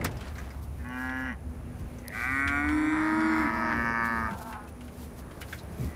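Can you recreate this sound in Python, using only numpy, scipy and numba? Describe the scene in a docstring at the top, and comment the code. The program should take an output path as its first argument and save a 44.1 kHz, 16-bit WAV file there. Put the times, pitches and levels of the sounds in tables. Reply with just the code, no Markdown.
"""Wind rumbles on a hand-held phone in open pasture; the grip shifts and stalks snap under hooves.
An engine idles somewhere behind, grass swishes, an insect sings high up. Cattle around the microphone
give five moos, three overlapping: vocal folds pulse through throat and mouth, and a tree line answers
faintly. Near the end come thin far notes, perhaps a bird, and one hard puff of wind."""
import sys
import numpy as np
from scipy import signal
from scipy.io import wavfile
from scipy.ndimage import uniform_filter1d
from numba import njit

SR = 44100
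rng = np.random.default_rng(int(sys.argv[2]) if len(sys.argv) > 2 else 0)


def dump_mix(stems):
    """Bounce the given channels to the path in sys.argv[1] as a 16-bit WAV at rate SR."""
    frames = np.atleast_2d(stems).T  # one column per channel
    limited = np.clip(frames, -1, 1)  # hard clip at full scale
    pcm = np.round(limited * 32767).astype(np.int16)
    wavfile.write(sys.argv[1], SR, pcm)


N = 262395
T = np.arange(N) / SR


def undb(db):
    """Decibels to gain."""
    return 10 ** (np.asarray(db) / 20)


def unit(x):
    """Scale to rms 1."""
    return x / np.sqrt(np.mean(x ** 2))


@njit
def svf(x, hz, width):
    """Band-pass with a moving centre, gain 1 there."""
    y, band_state, low_state = np.empty(len(x)), 0., 0.
    for i in range(len(x)):
        g, damping = np.tan(np.pi * hz[i] / SR), width / hz[i]
        v = (band_state + g * (x[i] - low_state)) / (1 + g * (g + damping))
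        band_state, low_state = 2 * v - band_state, low_state + 2 * g * v
        y[i] = damping * v
    return y


def band(x, hz, width_hz):
    """The band-pass applied twice, for steep skirts."""
    hz = np.clip(hz * np.ones(len(x)), 20, .45 * SR)
    return svf(svf(x + 1e-18, hz, float(width_hz)), hz, float(width_hz))


def noise(hz, width_hz):
    """A band of noise, rms 1."""
    return unit(band(rng.standard_normal(N), hz, width_hz))


def walk(rate):
    """Random levels held 1 / rate s and smoothed twice, rms 1."""
    hold = int(SR / rate)
    steps = np.repeat(rng.standard_normal(N // hold + 1), hold)
    return unit(uniform_filter1d(uniform_filter1d(steps, hold), hold)[:N])


def level(table):
    """Gain over the whole scene from rows of t/s, level/dB."""
    return undb(np.interp(T, *np.transpose(table)))


def read(table):
    """A timed table's span of samples, a fade at both ends, and its columns along that span."""
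    times, *columns = np.transpose(table)
    span = slice(int(times[0] * SR), min(int(times[-1] * SR), N))
    t = T[span]
    fade = np.clip(np.minimum(t - times[0], times[-1] - t) / .02, 0, 1)
    return span, fade, [np.interp(t, times, column) for column in columns]


def friction_grains():
    """Rubbing: dense tiny grains of noise, very uneven in size."""
    return rng.standard_normal(N) * undb(1.6 * np.repeat(rng.exponential(size=N // 40 + 1), 40)[:N])


def engine_and_wind():
    """An engine hums behind while wind rumbles and buffets at the microphone; all waver together."""
    # engine hum plus wind rumble: t/s, level/dB
    rumble_curve = [(0.0, -30), (0.15, -36.5), (1.7, -40), (1.84, -34), (1.95, -44.5), (2.3, -38),
                    (2.54, -40), (3.1, -49), (4.3, -42), (4.6, -43.5), (5.3, -45), (5.7, -42), (5.95, -47)]
    # wind buffets: t/s, level/dB
    buffet_curve = [(0, -34), (.35, -56.5), (1.76, -50.5), (2.3, -46), (3.1, -43), (4.35, -45), (5.26, -46),
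                    (5.95, -46.5)]
    hum = noise(71.53 * (1 + 0.018 * walk(2.33)), width_hz=7)
    rumble = unit(hum + noise(73.3, width_hz=79))
    waver = walk(6.95)
    buffets = level(buffet_curve) * undb(2 * waver) * noise(99, width_hz=382)
    return level(rumble_curve) * undb(1.5 * waver) * rumble + buffets


def whine():
    """A thin held tone above the rumble, dying away at the end."""
    # the whine's rise and fall: t/s, level/dB
    curve = [(0, -59.5), (1.5, -49.5), (2.3, -48.5), (4.4, -48), (4.9, -50.5), (5.95, -79)]
    return level(curve) * noise(243.9, width_hz=7.2)


def far_air():
    """Distant air and leaves, in half-octave bands that swell together and flicker alone."""
    # spectrum of the pasture: f/Hz, relative density/dB
    spectrum = [(88, -32), (150, 6), (244, -3), (333, -2.5), (552, 1), (621, -1), (2200, -10.5),
                (2890, -40.5), (8260, -26), (9840, -38), (10800, -54), (14500, -36), (15700, -44)]
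    hz, db = np.transpose(spectrum)
    swell_db = 1.7 * walk(0.78)
    out = np.zeros(N)
    for centre in 200 * 2 ** np.arange(0, 6.4, .5):
        band_db = np.interp(np.log(centre), np.log(hz), db) + swell_db + 2.35 * walk(8)
        out += undb(band_db) * np.sqrt(centre) * noise(centre, centre / 2)
    return undb(-53) * unit(out)


def insect(song_hz=9850, throb_hz=67.5):
    """One insect sings a high narrow band that slides upward with each throb."""
    cycle = np.cumsum(throb_hz * (1 + .015 * walk(2))) / SR % 1
    song = noise(song_hz * (1 + 0.097 * (cycle - .5)), width_hz=700)
    throb = 2 + np.sin(np.pi * cycle) ** 2
    return unit(song * throb) * undb(-68.5 + 1.5 * walk(1.74))


def soft_hisses(grains):
    """Grass stirring and brushed, and a faint breathy hiss during the second moo."""
    # swells of hiss: centre t/s, level/dB, length/s
    hisses = [(0.048, -34, 0.011), (0.638, -63, 0.043), (1.016, -68, 0.17), (1.197, -69, 0.085),
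              (1.795, -70, 0.036), (2.748, -73, 0.3), (3.39, -66, 0.19), (3.58, -68, 0.16),
              (3.815, -70, 0.19), (4.061, -56, 0.051), (4.167, -65, 0.17), (4.386, -57, 0.03),
              (4.421, -55.5, 0.04), (4.495, -60.5, 0.11), (4.691, -62, 0.022), (4.85, -68, 0.071),
              (5.029, -59.5, 0.1), (5.192, -60, 0.056), (5.416, -48, 0.017), (5.525, -58.5, 0.14),
              (5.727, -69, 0.068), (5.834, -58.5, 0.17)]
    bright = unit(band(grains, 11770, 19700)) + undb(2.5) * unit(band(grains, 4520, 14000))
    swells = sum(undb(db) * np.exp(-((T - at) / (0.38 * length)) ** 2) for at, db, length in hisses)
    stir = undb(-69 + 2.5 * walk(12))
    return (swells + stir) * bright


def handling(grains):
    """Hand and cloth rub on the phone, right at the microphone."""
    # the shifting grip: t/s, level/dB
    grip = [(0.0, -99), (0.04, -46), (0.054, -27), (0.07, -37), (0.1, -53.5), (0.286, -45), (0.34, -56),
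            (0.382, -46.5), (0.65, -59)]
    span, fade, (db,) = read(grip)
    rub = unit(band(grains, 490, 1800))
    body = undb(-5) * unit(band(grains, 233, 165))
    scratch = undb(-15) * unit(band(grains, 1800, 8900))
    out = np.zeros(N)
    out[span] = fade * undb(db) * (rub + body + scratch)[span]
    return out


def snaps(t60_s=0.098, rise_s=0.00087):
    """Stalks and twigs break under hooves: a wide crack, a short ring and a duller thud."""
    # breaks: t/s, crack and ring gain/dB, ring f/Hz, thud gain/dB
    breaks = [(0.0115, -44, 2630, -20.5), (0.0451, -33, 5000, -16.5), (0.053, -43, 3130, -31),
              (0.112, -43, 2630, -44), (0.169, -50, 5000, -43), (0.208, -40.5, 3220, -34),
              (0.278, -47, 4400, -40), (0.353, -49, 3970, -33), (0.381, -45, 5950, -25),
              (0.503, -50.5, 4960, -32.5), (1.092, -48, 3330, -28), (1.983, -50.5, 6000, -42),
              (2.475, -32.5, 3300, -13), (2.6864, -39, 3260, -20), (3.2023, -43, 3430, -40),
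              (4.3075, -43.5, 2740, -32), (4.333, -46, 2820, -40), (4.525, -43, 2720, -25),
              (4.6739, -49, 2590, -43), (4.807, -48, 2820, -37), (4.878, -49, 3100, -38),
              (5.309, -48.5, 3270, -38), (5.415, -37, 2920, -24.5), (5.4816, -51, 4320, -38),
              (5.5253, -40.5, 3400, -18.5), (5.577, -49, 3790, -47), (5.586, -43, 4080, -50)]
    t = T[:6000]
    envelope = np.exp(-np.log(1000) * t / t60_s) * (1 - np.exp(-t / rise_s))
    out = np.zeros(N + len(t))
    for at, db, hz, thud_db in breaks:
        burst = rng.standard_normal(len(t)) * envelope
        crack = undb(-2) * band(burst, 2600, 9600)
        ring = 1.22 * band(burst, hz, hz / 2) + 2.2 * band(burst, hz, hz / 14)
        thud = band(burst, 1525, 460) - band(burst, 2126, 460)
        out[int(at * SR):][:len(t)] += undb(db) * (crack + ring) + undb(thud_db) * thud
    return out[:N]


def vocal_folds(hz, span, held_rough, edge_rough=0.566, start_s=0.088, stop_s=0.12):
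    """Voice and breath at the folds, which are slack and rough as a call starts and stops."""
    t = T[:len(hz)]
    edges = np.maximum(np.exp(-(t / start_s) ** 2), np.exp(-(t[::-1] / stop_s) ** 2))
    rough = np.clip(held_rough + max(edge_rough - held_rough, 0) * edges, 0, 1)
    jitter = 1 + .028 * rough ** 2 * walk(60)[span]
    phase = 2 * np.pi * np.cumsum(hz * jitter) / SR + 1e-6
    partials = 13000 // hz.max()
    pulses = (np.sin((partials + .5) * phase) / np.sin(phase / 2) - 1) / np.sqrt(2)  # equal partials
    breath = rng.standard_normal(len(hz)) * (1 + np.cos(phase)) * np.sqrt(SR / 3 / hz)  # a puff a cycle
    shimmer = undb(4 * rough * walk(50)[span])
    return pulses * shimmer + .95 * rough * breath, breath, phase


def moo(curve, chest_partial, held_rough, throat, notch_hz, rasp_hz=2700):
    """The folds drive throat and mouth; the chest sings one low partial cleanly."""
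    span, fade, (hz, chest_db, mouth_db, opening, rasp_db) = read(curve)
    voice, breath, phase = vocal_folds(hz, span, held_rough)
    shift = 1 + opening / 100
    knots = np.arange(0, len(hz) + SR // 9, SR // 9)
    mouth = np.zeros(len(hz))
    for k, (centre, width, db) in enumerate(throat):
        # the soft throat never holds its shape
        waver = np.interp(np.arange(len(hz)), knots, rng.standard_normal(len(knots)))
        gain = undb(db + (rasp_db + 3 * waver if centre > rasp_hz else 2 * waver))
        turbulence = (centre / 8500) ** 2 * breath
        mouth += (-1) ** k * gain * band(voice + turbulence, centre * shift, width)
    mouth -= svf(mouth, notch_hz * shift, 200.)  # a narrow dip in the spectrum
    chest = np.sqrt(2) * np.sin(chest_partial * phase)
    out = np.zeros(N)
    out[span] = fade * (undb(mouth_db) * mouth + undb(chest_db) * chest)
    return out


def herd():
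    """Five moos around the microphone, and a thin creak that leads into the second."""
    # a curve per call, the creak last: t/s, pitch f/Hz, chest level/dB, mouth gain/dB,
    # mouth opening as resonance shift/%, extra gain of the rasping treble/dB
    curves = [
        [(0.78, 116.7, -45, -70, 7, -3), (0.83, 118.6, -48, -58.5, 3, -9), (0.86, 123.1, -41, -52, 2, -7),
         (0.92, 125.4, -39.5, -47.5, 1, 1), (1.0, 127.7, -38, -44, -1.5, 0.5), (1.18, 130, -38, -42, 0, 0),
         (1.27, 129.2, -37.5, -42, -.5, 2.5), (1.305, 123.7, -37, -45.5, -0.5, 3),
         (1.33, 106, -39.5, -49, 3, 5), (1.35, 96, -53, -62, -3, -3), (1.37, 92.1, -64, -80, -9, -6)],
        [(2.11, 102.4, -68, -65, 9, -8), (2.15, 108.1, -47, -49, 5.5, -3), (2.21, 118.8, -64, -41.5, 4, -5),
         (2.27, 129.1, -42, -40.5, 5, -3), (2.36, 136.1, -37.5, -38, 1.5, -3), (2.55, 142.7, -36, -37, 1.5, -5),
         (2.75, 152, -26, -44, 0.5, 8.5), (2.9, 154.6, -27, -42, 3, 4), (3.1, 157.2, -28.5, -46, 0.5, 5.5),
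         (3.3, 159.5, -26, -44.5, -2, 6), (3.42, 156.3, -29.5, -45, -1.5, 3.5), (3.47, 141.3, -31, -44, 5, -4),
         (3.53, 130.6, -75, -60, -1, -8)],
        [(2.62, 81.4, -53, -51, -3, -4), (2.75, 87.75, -46, -42, 1.5, 4), (2.88, 94.6, -34, -48, 0.5, 5),
         (2.93, 97.7, -39, -42, -2, 3), (3.04, 103.8, -51, -38.5, -3, 1.5), (3.2, 106.6, -65, -37.5, -2.5, 5),
         (3.45, 108.4, -40.5, -36, -2, 5), (3.61, 107.3, -44.5, -38.5, -2, 3), (3.73, 102.1, -39, -39, -1, 0),
         (3.8, 90.6, -39, -57, -11, -3)],
        [(2.91, 99, -68, -57, 8, -6), (3.0, 105.5, -54, -45, 3, 3), (3.158, 114.1, -37, -47.5, -0.5, 8),
         (3.3, 114.3, -37, -42, -1.5, 3.5), (3.55, 116, -37.5, -39.5, 2, 3), (3.8, 117.1, -37, -36, 1.5, 0),
         (4.1, 115.4, -39.5, -36, -.5, 1.5), (4.25, 112.2, -37.5, -39, 0.5, 1),
         (4.29, 103.7, -50, -45.5, 2.5, 0), (4.33, 98.8, -33, -54, -14, -6), (4.37, 94, -76, -70, -6, -4)],
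        [(4.26, 229.3, -61, -55, 2.5, 0), (4.45, 220.4, -65, -54.5, 1.5, 0), (4.556, 216, -64, -53.5, 3, 0),
         (4.63, 205.7, -71, -61, 3, 0), (4.72, 204.5, -69, -74, -9, 0)],
        [(2.02, 91.1, -62, -64, 4.3, 0), (2.081, 96.6, -62, -54, 1.02, 0), (2.12, 99.7, -72, -50, 1.5, 6),
         (2.15, 108, -72, -44, .5, 0)],
    ]
    # per call, the partial that the chest sings: harmonic number
    chest_partials = [2, 2, 3, 2, 3, 2]
    # per call, the folds in mid-call: roughness/0-1
    held_rough = [.22, .14, .16, .15, .75, .5]
    # per call, throat and mouth resonances at half opening: f/Hz, width/Hz, gain/dB
    throats = [
        [(534, 96, -12), (830, 166, -3.5), (1092, 104, -2), (1497, 260, -1.5), (1689, 70, 1), (1913, 200, -1),
         (2400, 84, -9), (2840, 240, -17), (5700, 760, -36)],
        [(713, 60, -4.5), (1014, 1070, -18.5), (1160, 172, -1), (1446, 189, 4), (1880, 202, 1.5),
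         (2194, 194, -1), (3520, 520, -27), (4390, 160, -27), (5700, 250, -32), (7360, 850, -31),
         (8100, 1500, -44), (9370, 3030, -37.5)],
        [(239, 82, -6.5), (644.8, 42, -6.5), (810, 310, -24), (993.4, 132, 0.5), (1286, 100, -2),
         (1670, 800, -13.5), (2120, 130, -8.5), (4030, 520, -36), (5410, 230, -34)],
        [(333, 36, -10.5), (629, 86.6, -7), (932, 208, -4), (1215, 161, 2), (1546, 171, -3), (1760, 200, 0.5),
         (2220, 202, -9.5), (2680, 390, -25), (4150, 670, -39), (4765, 224, -27), (5430, 840, -36.5),
         (6232, 190, -39)],
        [(689, 126, 2.5), (915, 330, 4), (1085, 220, 1), (1250, 520, 3), (1510, 510, -9)],
        [(1910, 410, -1)],
    ]
    # a narrow dip in each call's spectrum: f/Hz
    notch_hz = [3370, 2670, 2860, 3300, 1900, 2960]
    return sum(map(moo, curves, chest_partials, held_rough, throats, notch_hz))


def tree_line(calls, blur_s=0.0037):
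    """The trees send the calls back dull and blurred."""
    # echoes: delay t/s, gain/dB
    echoes = [(.03, -24), (.25, -34)]
    blur = rng.standard_normal(4000) * np.exp(-T[:4000] / blur_s)
    dull = signal.fftconvolve(band(calls, 940, 4000), blur / np.linalg.norm(blur))[:N]
    return sum(undb(db) * np.pad(dull, (int(delay * SR), 0))[:N] for delay, db in echoes)


def ticks(decay_s=.0013):
    """Dry ticks close to the microphone, treble only."""
    # ticks: t/s, gain/dB
    events = [(.888, -41), (2.025, -52), (2.06, -54), (2.0817, -22.5), (5.634, -43)]
    t = T[:6000]
    out = np.zeros(N + len(t))
    for at, db in events:
        burst = rng.standard_normal(len(t)) * np.exp(-t / decay_s)
        out[int(at * SR):][:len(t)] += undb(db) * (band(burst, 6000, 2800) + band(burst, 10300, 10500))
    return out[:N]


def snort():
    """Air hisses through the nose as the second moo sets in."""
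    # nasal hiss: t/s, level/dB
    hiss = [(2.09, -70), (2.125, -62), (2.145, -55), (2.235, -50), (2.27, -56), (2.4, -55.5), (2.46, -73),
            (2.6, -70)]
    span, fade, (db,) = read(hiss)
    out = np.zeros(N)
    out[span] = fade * undb(db) * (noise(3100, 6000) + undb(-4) * noise(11500, 12000))[span]
    return out


def far_call():
    """Thin tones far off, each in a halo of noise: perhaps a bird."""
    # two falling notes and one nearly level: t/s, f/Hz, level/dB
    notes = [
        [(5.71, 2620, -72), (5.79, 2400, -71), (5.86, 2120, -54)],
        [(5.81, 2080, -60), (5.87, 1800, -61)],
        [(5.86, 1984, -54.5), (5.97, 1930, -59)],
    ]
    out = np.zeros(N)
    for note in notes:
        span, fade, (hz, db) = read(note)
        halo = 0.65 * unit(band(rng.standard_normal(len(hz)), hz, 150))
        tone = np.sin(2 * np.pi * np.cumsum(hz) / SR)
        out[span] += fade * undb(db) * (tone + halo)
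    return out


def gust(start_s=5.781, end_s=5.893, flap_hz=88, spread_octaves=0.53):
    """One hard puff of wind flaps unevenly at the microphone."""
    hz = flap_hz * 2 ** (spread_octaves * walk(60))
    flap = np.sin(2 * np.pi * np.cumsum(hz) / SR) + 0.37 * noise(187, 180)
    gate = np.clip(np.minimum(T - start_s, end_s - T) / .006, 0, 1)
    return undb(-30.5) * gate * flap


def scene():
    """The pasture as it reaches the one microphone."""
    calls = herd() + snort()
    cattle = calls + tree_line(calls)
    background = engine_and_wind() + whine() + far_air() + insect() + far_call()
    grains = friction_grains()
    close = soft_hisses(grains) + handling(grains) + snaps() + ticks() + gust()
    return (cattle + background + close)[None]


def record(dry):
    """The phone drops the deepest bass and cuts the top."""
    low_cut = signal.butter(2, 28, "high", fs=SR, output="sos")
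    high_cut = signal.ellip(10, .2, 80, 15550, fs=SR, output="sos")
    return signal.sosfilt(high_cut, signal.sosfilt(low_cut, dry))


dry = scene()
out = record(dry)
dump_mix(out)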